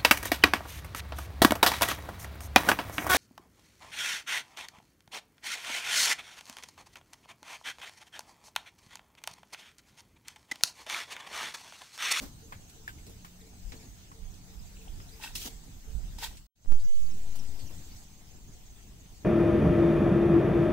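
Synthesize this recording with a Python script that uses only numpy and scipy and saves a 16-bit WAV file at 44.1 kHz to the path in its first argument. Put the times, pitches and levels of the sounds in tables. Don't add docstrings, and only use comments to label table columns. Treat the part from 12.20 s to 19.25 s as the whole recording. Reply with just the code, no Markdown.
import sys
import numpy as np
from scipy import signal
from scipy.fft import rfft, irfft, next_fast_len
from scipy.io import wavfile
from scipy.ndimage import uniform_filter1d, map_coordinates

SR = 44100
rng = np.random.default_rng(int(sys.argv[2]) if len(sys.argv) > 2 else 0)


def store_pcm(level_fs):
    pcm = np.round(np.clip(level_fs, -1, 1) * 32767).astype(np.int16)
    wavfile.write(sys.argv[1], SR, np.atleast_2d(pcm).T)


N = 310756

# frequency_hz, correlation
DIFFUSE_COHERENCE = [(60, 0.99), (180, 0.93), (550, 0.26), (1650, -0.075), (4970, -0.028), (15000, -0.044)]
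# time_s, breeze_db, murmur_db, rustle_db
BACKGROUND_LEVELS = [(0, -56, -54, -57.5), (.6, -54.5, -54, -57.5), (1.3, -57, -56, -58),
                     (1.55, -56, -55, -55), (1.9, -54, -56, -58.5), (2.6, -49, -55.5, -56.5),
                     (3.2, -50, -53.5, -53.5), (3.6, -51, -56, -57.5), (4.1, -43, -53, -54),
                     (4.35, -55, -53, -55), (4.6, -49, -54.5, -56), (5.05, -48, -52, -54),
                     (5.45, -50, -49, -53.5), (5.8, -49.5, -54, -54), (5.87, -57.5, -55, -58.5),
                     (6.5, -50.5, -56.5, -59), (7.05, -53, -54, -59)]


def amp(db):
    return 10 ** (np.asarray(db) / 20)


def unit(x):
    return x / np.sqrt(np.mean(x ** 2) + 1e-20)


def along(points, hz):
    knots_hz, values = np.transpose(points)
    return np.interp(np.log(hz + 1), np.log(knots_hz + 1), values)


def curves(rows, outside=None):
    times_s, *columns = np.transpose(rows)
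    return [np.interp(np.arange(N) / SR, times_s, column, outside, outside) for column in columns]


def wobble(rate):
    return map_coordinates(rng.standard_normal(int(N * rate / SR) + 4), [np.arange(N) * rate / SR])


def swell(start_s, rise_s, hold_s, fall_s):
    t = np.arange(N) / SR - start_s
    return amp(-20 * np.maximum(0, np.maximum(-t / rise_s, (t - hold_s) / fall_s)))


def filtered(x, response):
    size = next_fast_len(N + SR // 2)
    return irfft(rfft(x, size) * response(np.fft.rfftfreq(size, 1 / SR)), size)[..., :N]


def rush(spectrum, coherence, patchy_db):
    cells = signal.stft(rng.standard_normal((2, N)), nperseg=512)[2]
    patches = uniform_filter1d(uniform_filter1d(rng.standard_normal(cells.shape[1:]), 6, 0), 8, 1)
    pair = signal.istft(cells * amp(patchy_db * unit(patches)), nperseg=512)[1][:, :N]
    turn = lambda hz: np.arccos(np.clip(along(coherence, hz), -1, 1)) / 2
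    mid, side = filtered(pair, lambda hz: amp(along(spectrum, hz)) * [np.cos(turn(hz)), np.sin(turn(hz))])
    return unit(np.array([mid + side, mid - side]))


def add(out, start_s, sound, pan_db=0, lag=0):
    for side, (gain, shift) in enumerate([(amp(pan_db / 2), lag), (amp(-pan_db / 2), 0)]):
        span = out[side, round(start_s * SR) + shift:][:np.shape(sound)[-1]]
        span += gain * (sound if np.ndim(sound) == 1 else sound[side])[:len(span)]


def wind():
    spectrum = [(7.1, -21), (12, 6), (46, 7.5), (102, -12.5), (136, -17.5), (178, -14), (200, -18),
                (260, -54), (440, -120)]
    gusts = [(0.028, -47, 0.5, 0.043), (0.907, -50, 1, .01), (1.461, -43, 13, 0.019),
             (1.697, -49.5, -9, .04), (2.04, -41.5, -15, 0.031), (2.376, -45, -14, 0.051),
             (2.722, -40.5, -11.5, 0.035), (3.132, -45, -8.5, 0.054), (3.338, -48, -9, 0.019),
             (3.722, -38, -18.5, 0.024), (3.84, -42.5, 0, 0.14), (4.763, -44.5, 2.5, 0.073),
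             (5.68, -47, 1, .06), (6.8, -53, -1, .05)]
    breeze_db, _, _ = curves(BACKGROUND_LEVELS)
    lumps = amp(1.5 * np.array([wobble(17), wobble(12)]))
    gust_gain = sum(amp(db + np.array([[pan_db], [-pan_db]]) / 2) * swell(start_s, 0.072, hold_s, 0.17)
                    for start_s, db, pan_db, hold_s in gusts)
    buffet = unit(lumps * rush(spectrum, coherence=[(20, 0.64), (120, 0.84)], patchy_db=0.64))
    return buffet * np.maximum(amp(breeze_db), gust_gain)


def murmur_and_rustle():
    murmur_spectrum = [(41, -17.5), (70, -0.5), (94, -1), (145, -6.5), (188, -8), (335, -15), (444, -19.5),
                       (479, -22), (800, -26), (1500, -36.5), (1950, -79), (3300, -120)]
    rustle_spectrum = [(410, -33.5), (700, -3.5), (969, -6.5), (1090, -11), (1700, -8), (2820, -7.5),
                       (4800, -6), (5760, -6.5), (7100, -7), (7700, -3), (8300, -8), (8800, -12),
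                       (11500, -14), (14900, -11), (15700, -8.5)]
    _, murmur_db, rustle_db = curves(BACKGROUND_LEVELS)
    murmur = amp(murmur_db + 0.67 * wobble(10)) * rush(murmur_spectrum, DIFFUSE_COHERENCE, patchy_db=2.5)
    rustle = amp(rustle_db + 0.4 * wobble(14)) * rush(rustle_spectrum, DIFFUSE_COHERENCE, patchy_db=2.5)
    return murmur + rustle


def crickets():
    chorus = [(5600, -44), (6050, -0.5), (6280, -2), (6450, -3), (6600, -9), (6770, -15), (7000, -24),
              (7400, -41)]
    singers = [(.03, 4.2, .1705, 6750, -66.5, 0), (.085, 4.2, .18, 6480, -64.5, 0),
               (.035, 4.2, .175, 6230, -67, 0), (4.385, 7.0, .173, 6300, -59, -1.5),
               (4.435, 7.0, .169, 6770, -61, -2.5), (4.525, 5.05, .157, 6780, -61, 0),
               (4.49, 7.0, .168, 6440, -64, -2.5)]
    out = amp(-71 + 1.6 * wobble(20)) * rush(chorus, [(1000, 0.0059)], patchy_db=3.0)
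    t = np.arange(round(.034 * SR)) / SR
    for start_s, end_s, period_s, hz, db, drift in singers:
        for chirp_s in np.arange(start_s, end_s, period_s):
            for gap_s in (0, .044):
                blur = np.cumsum(rng.normal(0, .035, (2, len(t))), axis=1)
                phase = 2 * np.pi * hz * t + blur + rng.uniform(0, 2, (2, 1))
                onset_s = chirp_s - .017 + gap_s + rng.normal(0, .003)
                gain = amp(db + drift * (chirp_s - start_s) + rng.normal(0, 2))
                add(out, onset_s, gain * np.sqrt(np.hanning(len(t))) * np.sin(phase), pan_db=-6)
    return out


def spray():
    splashes = [(0.023, -46.5, -46, 0.067, .015, 0.066), (3.154, -34, -61, .004, 0.008, 0.053),
                (3.225, -39.5, -73.5, 0.045, 0.0044, 0.1), (3.256, -44.5, -45.5, .015, 0.024, 0.013)]
    mist_spectrum = [(880, -17), (1500, -16), (2300, -8.5), (2980, -2.5), (4210, -2), (5990, -2.5),
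                     (9800, -9), (15700, -6)]
    slop_spectrum = [(120, -18), (250, 7), (500, -6), (1000, -8), (2200, -14.5), (4000, -28)]  # frequency_hz, density_db
    hiss_gain, slop_gain = sum(amp([[hiss_db], [slop_db]]) * swell(start_s, *shape)
                               for start_s, hiss_db, slop_db, *shape in splashes)
    hiss = rush(mist_spectrum, [(1000, 0.0093)], patchy_db=2.0) * amp(1.2 * wobble(250))
    slop = rush(slop_spectrum, DIFFUSE_COHERENCE, patchy_db=1.8)
    return hiss_gain * hiss + slop_gain * slop


def mud_plops():
    plops = [(.033, -42, 260, .12, -58, -70), (0.323, -30, 1076, 0.024, -43, -54.5),
             (.495, -53, 4560, .02, -53.5, -70), (.678, -24, 1710, .022, -45, -50.5),
             (.692, -38, 1560, .05, -53, -65), (.784, -56, 2140, 0.067, -62, -66),
             (.865, -56, 4980, .012, -54.5, -54.5), (.895, -53, 810, .025, -74, -54),
             (1.047, -37, 1070, 0.02, -49.5, -52.5), (1.52, -47, 2170, 0.027, -45.5, -67),
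             (1.528, -46, 251, 0.13, -60, -75), (1.916, -40.5, 1080, 0.033, -56.5, -69),
             (2.14, -49, 4670, 0.022, -60, -62), (2.674, -44, 773, .045, -70, -74),
             (2.8, -45, 1310, .025, -55, -63), (3.255, -40.5, 251, 0.13, -57, -70),
             (3.437, -51, 900, .026, -75, -61), (4.17, -40, 4400, 0.016, -47, -58),
             (5.154, -47, 715, .014, -55, -47), (5.393, -46, 4480, .01, -52, -66),
             (5.505, -47, 810, .02, -55, -62)]
    thuds = [(.865, -55), (.895, -52.5), (1.52, -46), (2.799, -64), (5.393, -56), (5.505, -53.5)]
    out, t = np.zeros((2, N)), np.arange(SR // 5) / SR
    noise = lambda: rng.standard_normal(len(t)) + rng.standard_normal((2, len(t)))
    band = lambda *hz: unit(signal.sosfilt(signal.butter(2, hz, "band", fs=SR, output="sos"), noise()))
    decay = lambda t60_s: amp(-60 * t / t60_s) * (1 - np.exp(-t / 0.00057))
    for start_s, db, hz, t60_s, squelch_db, spatter_db in plops:
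        note = amp(db) * np.sin(2 * np.pi * hz * t) * decay(t60_s)
        squelch = amp(squelch_db) * band(0.45 * hz, 2.15 * hz) * decay(t60_s=.12)
        spatter = amp(spatter_db) * band(2500, 20000) * decay(t60_s=.15)
        add(out, start_s, note + squelch + spatter, lag=-17)
    for start_s, db in thuds:
        add(out, start_s, amp(db) * band(100, 540) * decay(t60_s=0.17), lag=-17)
    return out


def hooting_bird():
    phrase = [(0, -56), (.335, -58.5), (.65, -55.5), (.985, -56), (1.305, -53)]
    phrase_starts_s, end_s, pitch_hz = [.228, 1.94, 3.668], 4.2, 450
    out, t = np.zeros((2, N)), np.arange(round(.15 * SR)) / SR
    envelope = amp(-60 * t / .5) * np.sin(np.pi * t / t[-1]) ** 0.16
    phase = 2 * np.pi * pitch_hz * t * (1 - 0.095 * t)
    for start_s in phrase_starts_s:
        for offset_s, db in phrase:
            if start_s + offset_s < end_s:
                blur = np.cumsum(rng.normal(0, .03, len(t)))
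                add(out, start_s + offset_s, amp(db) * envelope * np.sin(phase + blur), lag=-11)
    return out


def hum():
    levels = [(0.85, -70), (0.958, -56), (1.942, -69), (1.998, -60), (2.7, -61)]  # time_s, level_db
    level_db, = curves(levels, outside=-120)
    pitch_hz = 183 + 4 * wobble(6)
    return amp(level_db + 2.5 * wobble(8)) * np.sin(2 * np.pi * np.cumsum(pitch_hz) / SR)


def whistles_and_blips():
    glides = [(.868, .02, 4500, 3780, -61), (1.2, .03, 4600, 3160, -62), (1.562, .028, 4600, 4240, -58),
              (1.58, 0.16, 7600, 5740, -61), (2.386, 0.022, 4940, 4980, -56.5),
              (2.465, .02, 4500, 4800, -60), (2.532, .025, 4660, 5020, -63), (2.566, .011, 3120, 2160, -54),
              (2.612, .009, 2860, 2260, -55.5), (2.679, 0.0082, 2380, 3740, -50.5),
              (2.73, 0.022, 4600, 4650, -60), (2.805, 0.024, 5050, 5320, -54),
              (2.886, 0.013, 3500, 4530, -52.5), (2.909, 0.047, 4700, 5060, -56),
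              (3.32, .038, 7800, 7050, -55), (4.669, .087, 2900, 3200, -61), (5.393, .035, 4400, 4750, -56),
              (4.75, .04, 3150, 2680, -62), (5.95, .32, 4940, 5600, -67)]
    calls = [(4.594, -55.5, -53), (4.86, -57, -52), (5.141, -68, -47), (5.42, -62, -53), (5.71, -57, -54.5)]
    rising, falling = (0.021, 4200, 4850), (.018, 6700, 4700)  # length_s, start_hz, end_hz
    out, notes = np.zeros((2, N)), list(glides)
    for start_s, rising_db, falling_db in calls:
        notes += [(start_s, *rising, rising_db), (start_s + .047, *falling, falling_db)]
    for start_s, length_s, start_hz, end_hz, db in notes:
        hz = np.linspace(start_hz, end_hz, round(length_s * SR))
        for delay_s, echo_db in [(0, 0), (.009, -13)]:
            blur = np.cumsum(rng.normal(0, .05, (2, len(hz))), axis=1)
            glide = np.sqrt(np.hanning(len(hz))) * np.sin(2 * np.pi * np.cumsum(hz) / SR + blur)
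            add(out, start_s + delay_s, amp(db + echo_db) * glide)
    return out


def rattle():
    modes = [(876, 127, 0), (1540, 96, -1), (1870, 115, -2), (2670, 130, 0), (3250, 150, -2.5),
             (3770, 140, -3.5), (5040, 100, -14), (7600, 300, -12)]
    shakes = [(3.04, -43, -40.5, 0.038, 0.086), (3.986, -55, -46.5, .003, .03),
              (4.041, -40.5, -34, 0.042, 0.054)]
    knocks = [(2.999, -41, 876), (3.026, -42, 876), (3.037, -29, 2670), (3.04, -36, 876),
              (3.069, -39, 1540), (3.076, -33, 2670), (3.105, -47, 876), (3.157, -28.5, 2670),
              (3.159, -33, 5040), (3.985, -38, 876), (3.987, -38.5, 5040), (4.026, -31, 876),
              (4.031, -36, 1540), (4.032, -33.5, 1870), (4.035, -31.5, 2670), (4.046, -30, 3250),
              (4.067, -54, 876), (4.112, -49, 876), (4.115, -54, 1870)]
    scrape_spectrum = [(500, -42.5), (1000, -18), (2000, -4), (4000, 2.5), (8000, -3.5), (12000, -7),
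                       (15700, -6)]
    shake_gain, scrape_gain = sum(amp([[rattle_db], [scrape_db]]) * swell(peak_s, rise_s, 0, fall_s)
                                  for peak_s, rattle_db, scrape_db, rise_s, fall_s in shakes)
    ring = lambda f: sum((-1) ** k * amp(db) * 1j * f * width / (hz * hz - f * f + 1j * f * width)
                         for k, (hz, width, db) in enumerate(modes))
    forces = rng.standard_normal(N) + 0.49 * rng.standard_normal((2, N))
    contacts = forces * (rng.random(N) < .03)
    chatter = filtered(shake_gain * contacts / np.std(filtered(contacts, ring)), ring)
    out = scrape_gain * rush(scrape_spectrum, [(1000, 0)], patchy_db=1.0)
    add(out, 0, chatter, lag=1)
    t = np.arange(SR // 10) / SR
    attack = 1 - np.exp(-t / 0.00081)
    for start_s, db, struck_hz in knocks:
        ringing = 0
        for hz, width, _ in modes:
            gain = amp(rng.normal(0, 1.1) - 31.4 * abs(np.log2(hz / struck_hz)))
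            ringing += gain * np.exp(-np.pi * .75 * width * t) * np.sin(2 * np.pi * hz * t)
        add(out, start_s, amp(db) * attack * ringing, lag=1)
    return out


def bias_settling():
    # wake_s, step_size, swing_size, swing_decay_s, swing_hz, creep_size, creep_decay_s
    ports = [(4.4492, .008, .34, .299, .85, .173, .4), (4.4598, .013, 1.39, .091, 1.815, .44, .25)]
    settle_s, lift_s, drop_s = 4.474, 4.505, 4.5231
    t = np.arange(N) / SR
    age, out = np.maximum(t - settle_s, 0), []
    for wake_s, step, size, decay_s, hz, creep, creep_s in ports:
        wake = step * np.clip((t - wake_s) / .0002, 0, 1) * np.exp(-abs(t - wake_s) / .1)
        phase = 2 * np.pi * hz * age
        swing = np.exp(-age / decay_s) * (size * np.sin(phase) + creep * np.cos(phase))
        out.append(wake + swing - creep * np.exp(-age / creep_s))
    lift = .19 * np.clip((t - lift_s) / .018, 0, 1) * (t < drop_s)
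    return np.array(out) * (1 + lift)


def scene():
    return (wind() + murmur_and_rustle() + crickets() + spray() + mud_plops()
            + hooting_bird() + hum() + whistles_and_blips() + rattle())


def record(dry):
    fade = [(4.12, 0), (4.268, -10), (4.272, -69), (4.346, -69), (4.358, -21), (4.53, 0)]  # time_s, gain_db
    fade_db, = curves(fade)
    return filtered(dry * amp(fade_db) + bias_settling(), lambda hz: hz < 15750)


dry = scene()
out = record(dry)
store_pcm(out)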